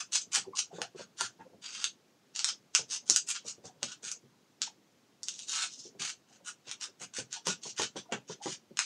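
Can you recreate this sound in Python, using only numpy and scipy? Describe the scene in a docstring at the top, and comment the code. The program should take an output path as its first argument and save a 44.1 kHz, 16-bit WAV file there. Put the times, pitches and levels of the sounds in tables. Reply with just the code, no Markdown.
"""Short, scratchy strokes: a knife saws and picks at a hollow-sounding foam wing on a workbench.
Each stroke crushes a swarm of tiny foam cells, whose ticks blur into a rasp. Now and then a foam bead
snaps, the blade creaks, or a push bumps the wing and the bench thuds. Fingers rub softly after strokes.
The bench top and a small, dry workshop add brief echoes, over a faint rumble and hiss
that a noise suppressor holds down."""
import sys
import numpy as np
from scipy import signal
from scipy.fft import rfft, irfft, next_fast_len
from scipy.io import wavfile
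from scipy.ndimage import uniform_filter1d, map_coordinates

SR = 44100
rng = np.random.default_rng(int(sys.argv[2]) if len(sys.argv) > 2 else 0)


def bounce(signal):
    """Save signal as a 16-bit WAV file at the path given by the first command-line argument."""
    frames = np.transpose(np.atleast_2d(signal))
    limited = np.clip(frames, -1, 1)
    pcm = np.round(limited * 32767).astype(np.int16)
    wavfile.write(sys.argv[1], SR, pcm)


N = 390285

# Tone of the steady rumble and hiss: frequency_hz, level_db
BACKGROUND_TONE = [(25, -25), (60, -14), (90, -9), (130, -3), (230, 0), (400, -4), (600, -9), (1000, -12.5),
                   (2000, -16.5), (6500, -18), (9000, -28), (15600, -33)]
# How long the room takes to fade by 60 dB: frequency_hz, fade_s
ROOM_FADE = [(130, 0.23), (400, 0.18), (1200, 0.16), (3000, 0.18), (7000, .17), (14000, 0.062)]
# Echoes off the bench top and the things on it: delay_s, gain
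BENCH_ECHOES = [(.00105, 0.25), (.002, 0.3), (.006, 0.25), (.008, .2), (0.0118, 0.24)]
# Foam creaking against the blade: start_s, pitch_hz, level_db
CREAKS = [(.464, 436.6, -41), (.526, 910, -45.5), (.705, 720, -43.5), (.812, 748, -38), (1.392, 873, -48),
          (1.449, 500, -50), (3.679, 780, -51), (4.664, 802, -50), (5.85, 420, -43), (6.295, 787, -53.5),
          (7.352, 844, -47.5), (8.084, 742, -48.5), (8.402, 748, -45.5)]
# Blade and hand bumping the wing: start_s, level_db, pitch_hz
BUMPS = [(0.268, -47, 240), (0.37, -35.5, 804), (0.469, -39.5, 382), (0.729, -37, 417), (.784, -31, 483),
         (0.948, -37.5, 390), (0.994, -38, 553), (1.208, -31, 950), (1.389, -38.5, 405),
         (1.533, -42.5, 470), (2.792, -34, 440), (3.093, -35, 340), (3.449, -39.5, 560),
         (3.582, -42.5, 326), (3.642, -36.5, 477), (3.758, -45, 446), (3.825, -34, 553),
         (4.032, -43.5, 440), (4.232, -44, 254), (5.951, -44, 458), (6.003, -40, 246), (6.67, -42.5, 550),
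         (7.008, -37.5, 497), (7.185, -30.5, 446), (7.469, -23, 407), (7.654, -32.5, 360),
         (7.796, -21.5, 446), (7.958, -29, 388), (8.121, -22.5, 397), (8.297, -31, 408),
         (8.458, -24.5, 447), (8.708, -38.5, 295)]
# Tone of the wing's body: frequency_hz, level_db
WING_TONE = [(120, -22.5), (200, -8.5), (300, -8), (385, 1.5), (425, -5.5), (470, -1), (550, -8.5),
             (750, -7.5), (1000, -10.5), (1600, -16.5), (3000, -28.5), (6000, -59.5)]
# Tone of the bench's thud: frequency_hz, level_db
BENCH_TONE = [(60, -37), (100, -13), (130, -1.5), (155, -6.5), (190, 0), (260, -9), (400, -25), (1000, -69)]
# Foam beads breaking: start_s, level_db
SNAPS = [(.1311, -26), (.3322, -28), (0.5935, -24), (0.8176, -24.5), (1.2097, -20.5), (1.8424, -18),
         (2.3618, -24.5), (2.3928, -21), (2.4446, -13), (2.7503, -9.5), (3.0989, -9), (3.162, -10.5),
         (3.8304, -19.5), (4.1161, -26.5), (4.6183, -18.5), (5.2324, -29), (5.2846, -22), (5.3919, -31.5),
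         (5.6412, -32), (6.003, -35.5), (6.101, -32), (6.694, -36.5), (6.714, -28), (6.812, -34),
         (7.138, -40), (7.3286, -27), (7.4703, -21.5), (7.8197, -24), (8.1238, -29), (8.772, -26.5),
         (8.791, -13.5)]
# Tone of crushed foam cells: frequency_hz, level_db
FOAM_TONE = [(240, -39.5), (450, -40.5), (700, -16.5), (1050, -15), (1450, -4.5), (1950, -13.5),
             (2800, -6.5), (4000, -8), (5300, -6.5), (6500, -1.5), (7600, -7), (8800, -11.5),
             (10800, -27.5), (15600, -52)]
# Knife strokes, each with its own low rasp and high fizz: start_s, length_s, level_db, rasp_db, fizz_db
STROKES = [(0, 0.012, -29, -0.5, -1.5), (0.114, 0.068, -23, -11.5, -6.5), (0.206, 0.023, -37.5, -13.5, -5),
           (0.313, 0.082, -27.5, -1.5, -1.5), (0.55, 0.062, -26, -7.5, -5.5), (0.709, 0.16, -54, 6, -5.5),
           (0.946, 0.105, -49, 3, -7), (1.163, 0.11, -37.5, 1.5, -4.5), (1.384, 0.06, -62, 19.5, -5.5),
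           (1.61, 0.24, -42.5, 2, -6.5), (2.333, 0.12, -40, -7.5, -13.5), (2.444, 0.067, -29, -8, -9.5),
           (2.73, 0.094, -37, -8.5, -9.5), (2.881, 0.095, -31.5, -8, -6), (3.054, 0.12, -36.5, -11, -5.5),
           (3.263, 0.07, -32.0, -6, 4.5), (3.341, 0.03, -27.5, 0.5, -10), (3.44, 0.09, -38.5, -8.5, -5),
           (3.633, 0.064, -43.5, 0.5, -5), (3.805, 0.15, -42.5, -6, -10.5), (4.016, 0.1, -38, -4.5, -3.5),
           (4.607, 0.088, -44, -3, -10), (5.233, 0.24, -47, -10, -6.5), (5.464, 0.13, -35, -8, -3.5),
           (5.515, 0.16, -33.5, 0, -4), (5.648, 0.25, -46, -18, -9), (5.986, 0.13, -35, 0.5, -3.5),
           (6.259, 0.12, -58, 3.5, -4), (6.438, 0.08, -42.5, 1.5, 2.5), (6.638, 0.11, -46.5, 4, -7),
           (6.798, 0.062, -33, -1, -4), (6.988, 0.067, -41, 3.5, 1.5), (7.133, 0.08, -34.5, 1.5, -0.5),
           (7.299, 0.095, -42, -1.5, -7.5), (7.442, 0.098, -33.5, 0.0, -5), (7.612, 0.11, -38.5, -7, -6.5),
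           (7.758, 0.1, -32, 2.5, -3.5), (7.952, 0.057, -38, 0.5, -7), (8.108, 0.049, -42.0, 12, -9.5),
           (8.268, 0.078, -41.5, -4, -9), (8.412, 0.14, -38.5, -2.5, -7.0), (8.773, 0.13, -37.5, -3, -10.5)]


def amp(db):
    """Turn decibels into a gain to multiply by."""
    return 10 ** (np.asarray(db) / 20)


def unit(x):
    """Scale a sound so its average strength (rms) is 1."""
    return x / np.sqrt(np.mean(x ** 2) + 1e-20)


def along(points, hz):
    """Read between the rows of a (frequency, value) table, on a log frequency scale."""
    frequencies, values = np.transpose(points)
    return np.interp(np.log(hz + 1), np.log(frequencies + 1), values)


def wobble(per_s, size):
    """A smooth curve through per_s random points a second."""
    points = rng.standard_normal(int(size * per_s / SR) + 4)
    return map_coordinates(points, [np.arange(size) * per_s / SR])


def add(track, start_s, sound):
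    """Mix a sound into the track at start_s."""
    part = track[max(round(start_s * SR), 0):]
    part[:len(sound)] += sound[:len(part)]


def filtered(x, gain_at):
    """Turn each frequency up or down by gain_at(hz)."""
    size = next_fast_len(len(x) + SR // 10)
    return irfft(rfft(x, size) * gain_at(np.fft.rfftfreq(size, 1 / SR)), size)[:len(x)]


def noise(size, gain_at):
    """Noise of strength 1, with its tone shaped by gain_at(hz)."""
    return unit(filtered(rng.standard_normal(size), gain_at))


def sharpest_tick(gains):
    """The shortest tick with these gains across frequency (minimum phase)."""
    cepstrum = irfft(np.log(np.maximum(gains, 1e-6)))
    half = len(cepstrum) // 2
    cepstrum[1:half] *= 2
    cepstrum[half + 1:] = 0
    return irfft(np.exp(rfft(cepstrum)))


def background(level_db=-59):
    """Soft, steady room rumble and microphone hiss."""
    return amp(level_db) * noise(N, lambda hz: amp(along(BACKGROUND_TONE, hz)))


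def workshop(x, tail_db=-1.5, gap_s=0.0033, delay_spread=0.06):
    """The room adds a few close echoes and a short tail, which change as the hands move."""
    out = np.zeros(N)
    hop = SR // 8
    padded = np.pad(x, (hop, 2 * hop))
    for start in range(0, N + hop, hop):  # each overlapping piece gets fresh echoes
        hz, t, bands = signal.stft(rng.standard_normal(SR // 4), SR, nperseg=256)
        fade = amp(-60 * t / along(ROOM_FADE, hz)[:, None])
        tail = signal.istft(bands * fade, SR, nperseg=256)[1]
        tail *= np.clip(np.arange(len(tail)) / SR / gap_s - 0.5, 0, 1)
        room = amp(tail_db) * tail / np.linalg.norm(tail)
        room[0] = 1  # the direct sound
        for delay_s, gain in BENCH_ECHOES:
            add(room, delay_s * (1 + delay_spread * rng.standard_normal()), np.array([gain]))
        piece = padded[start:start + 2 * hop] * signal.get_window("hann", 2 * hop)
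        heard = signal.fftconvolve(piece, room / np.linalg.norm(room))
        add(out, max(start - hop, 0) / SR, heard[max(hop - start, 0):])
    return out


def finger_rubs(level_db=-61, scatter_db=3, max_lag_s=0.095, length_s=0.035, typical_hz=420):
    """After each stroke the fingers shift their grip with a brief, dull rub on the wing."""
    out = np.zeros(N)
    n = int(length_s * SR)
    for start_s, stroke_s, *_ in STROKES:
        centre_hz = typical_hz * np.exp(0.38 * rng.standard_normal())
        rub = noise(n, lambda hz: 1 / (1 + (4.1 * np.log((hz + 1) / centre_hz)) ** 2))
        rub_s = start_s + stroke_s + max_lag_s * rng.random()
        add(out, rub_s, amp(level_db + scatter_db * rng.standard_normal()) * rub * np.hanning(n))
    return out


def blade_creaks(length_s=0.027, waver=0.099, rough_db=5, overtone_db=-20):
    """The blade sticks and slips in step with one of the wing's natural notes."""
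    out = np.zeros(N)
    n = int(length_s * SR)
    for start_s, pitch_hz, level_db in CREAKS:
        phase = 2 * np.pi * np.cumsum(pitch_hz * (1 + waver * wobble(150, n))) / SR
        tone = np.sin(phase) + amp(overtone_db) * np.sin(2 * phase)
        tone *= amp(rough_db * wobble(200, n))
        add(out, start_s, amp(level_db) * unit(tone) * np.sin(np.linspace(0, np.pi, n)))
    return out


def wing_bumps(ring_fade_s=0.042, chatter_fade_s=0.077, thud_fade_s=0.22, soft_push_db=-40):
    """A push rings the spot it meets, chatters through the wing and makes the bench thud."""
    out = np.zeros(N)
    t = np.arange(SR // 4) / SR
    wing_rise = 1 - np.exp(-t / 0.00017)
    bench_rise = 1 - np.exp(-t / 0.0069)
    for start_s, level_db, pitch_hz in BUMPS:
        push_db = level_db - soft_push_db
        ring = np.sin(2 * np.pi * pitch_hz * t + 0.58 * wobble(140, len(t)))
        ring *= amp(-3 - 60 * t / ring_fade_s)
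        cutoff_hz = 1.7 * pitch_hz * amp(0.79 * max(push_db, 0))  # a harder push sounds brighter
        chatter = noise(len(t), lambda hz: amp(along(WING_TONE, hz)) / (1 + (hz / cutoff_hz) ** 4))
        chatter *= amp(-6 - 60 * t / chatter_fade_s)
        thud = noise(len(t), lambda hz: amp(along(BENCH_TONE, hz)))
        thud *= amp(-52 + 0.6 * push_db - 60 * t / thud_fade_s)
        add(out, start_s, amp(level_db) * (ring + chatter) * wing_rise + thud * bench_rise)
    return out


def cell_tick(rasp_db, fizz_db, rasp_hz=1540, fizz_hz=9300, spot_db=1.81, spot_width_hz=472.7):
    """One foam cell bursts: a deep bite adds low rasp, a light graze adds high fizz."""
    hz = np.fft.rfftfreq(1024, 1 / SR)
    bite_db = along([(705, rasp_db / 2), (rasp_hz, rasp_db), (5450, 0), (fizz_hz, fizz_db)], hz)
    # Each spot in the foam has a slightly different tone.
    ripple_db = np.interp(hz, np.arange(40) * spot_width_hz, spot_db * rng.standard_normal(40))
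    return sharpest_tick(unit(amp(along(FOAM_TONE, hz) + ripple_db)) * amp(bite_db))


def stroke_tone_at(time_s):
    """The rasp and fizz of the stroke nearest this moment."""
    start_s, length_s, _, rasp_db, fizz_db = np.transpose(STROKES)
    nearest = np.argmin(np.abs(time_s - start_s - length_s / 2) - length_s / 2)
    return rasp_db[nearest], fizz_db[nearest]


def bead_snaps(tear_fade_s=0.0073, tear_gain=0.62, stroke_share=0.89):
    """A bead cracks and its neighbours tear just after, in a tone like the nearest stroke's."""
    out = np.zeros(N)
    t = np.arange(SR // 100) / SR
    for start_s, level_db in SNAPS:
        tear = rng.standard_normal(len(t)) * amp(-60 * t / tear_fade_s)
        tear *= tear_gain / np.linalg.norm(tear)
        tear[0] = 1  # the opening crack
        rasp_db, fizz_db = stroke_tone_at(start_s)
        tick = cell_tick(stroke_share * rasp_db - 1.5, stroke_share * fizz_db + 3)
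        snap = signal.fftconvolve(tear, tick)
        # Give it the energy of 2 ms of steady crunching.
        snap *= np.sqrt(0.002 * SR) * np.linalg.norm(tick) / np.linalg.norm(snap)
        add(out, start_s, amp(level_db) * snap)
    return out


def blade_speed(length_s, rise_s=0.036, fall_s=0.027):
    """The blade speeds up from 0 to 1, holds and stops; a short stroke does so sooner."""
    t = np.arange(int(length_s * SR) + 2) / SR
    ramps = np.minimum(t / rise_s, (t[-1] - t) / fall_s)
    return np.minimum(ramps / min(ramps.max(), 1), 1)


def knife_strokes(cells_per_s=3000, scatter_db=5, catch_db=3.5, drag_db=2, rub_gain=0.43,
                  pops_per_s=70, pop_db=19):
    """The edge catches and slips, bursting cells in clumps, while the blade's side rubs the cut."""
    out = np.zeros(N)
    for start_s, length_s, level_db, rasp_db, fizz_db in STROKES:
        speed = blade_speed(length_s)
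        n = len(speed)
        bursts = (rng.random(n) < cells_per_s / SR) * rng.choice([-1, 1], n)
        bursts = unit(bursts * amp(scatter_db * rng.standard_normal(n)))
        grip = amp(catch_db * wobble(260, n) + drag_db * wobble(90, n))
        rub = rub_gain * rng.standard_normal(n)
        crunch = unit((bursts + rub) * grip)
        # Tougher cell walls give way with a louder pop.
        pops = (rng.random(n) < pops_per_s / SR) * amp(pop_db) * rng.uniform(0.55, 1.4, n)
        scratch = signal.fftconvolve(speed * unit(crunch + pops), cell_tick(rasp_db, fizz_db))
        add(out, start_s, amp(level_db) * scratch)
    return out


def noise_suppressor(x, depth_db=-10, threshold_db=9, steepness=0.88):
    """Each frequency band is turned down as it nears its own noise floor, so tails end early."""
    bands = signal.stft(x, nperseg=512)[2]
    power = uniform_filter1d(np.abs(bands) ** 2, size=7, axis=0)  # smooth over frequency
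    power = np.abs(uniform_filter1d(power, size=3, axis=1))  # then over time
    floor = np.percentile(power, 20, axis=1, keepdims=True) + 1e-20
    excess = (power / floor / amp(threshold_db) ** 2) ** steepness
    gain = amp(depth_db / (1 + excess))
    return signal.istft(bands * gain, nperseg=512)[1][:len(x)]


def scene():
    """Knife and wing in the workshop, over the background, in one channel."""
    cutting = knife_strokes() + bead_snaps() + wing_bumps() + blade_creaks() + finger_rubs()
    return (workshop(cutting) + background())[None]


def record(dry, low_cut_hz=85, high_cut_hz=15750):
    """Turn down steady noise, then cut the deep bass and the highest treble."""
    low_cut = signal.butter(4, low_cut_hz, "highpass", fs=SR, output="sos")
    cleaned = [signal.sosfilt(low_cut, noise_suppressor(channel)) for channel in dry]
    return np.array([filtered(channel, lambda hz: hz < high_cut_hz) for channel in cleaned])


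dry = scene()
out = record(dry)
bounce(out)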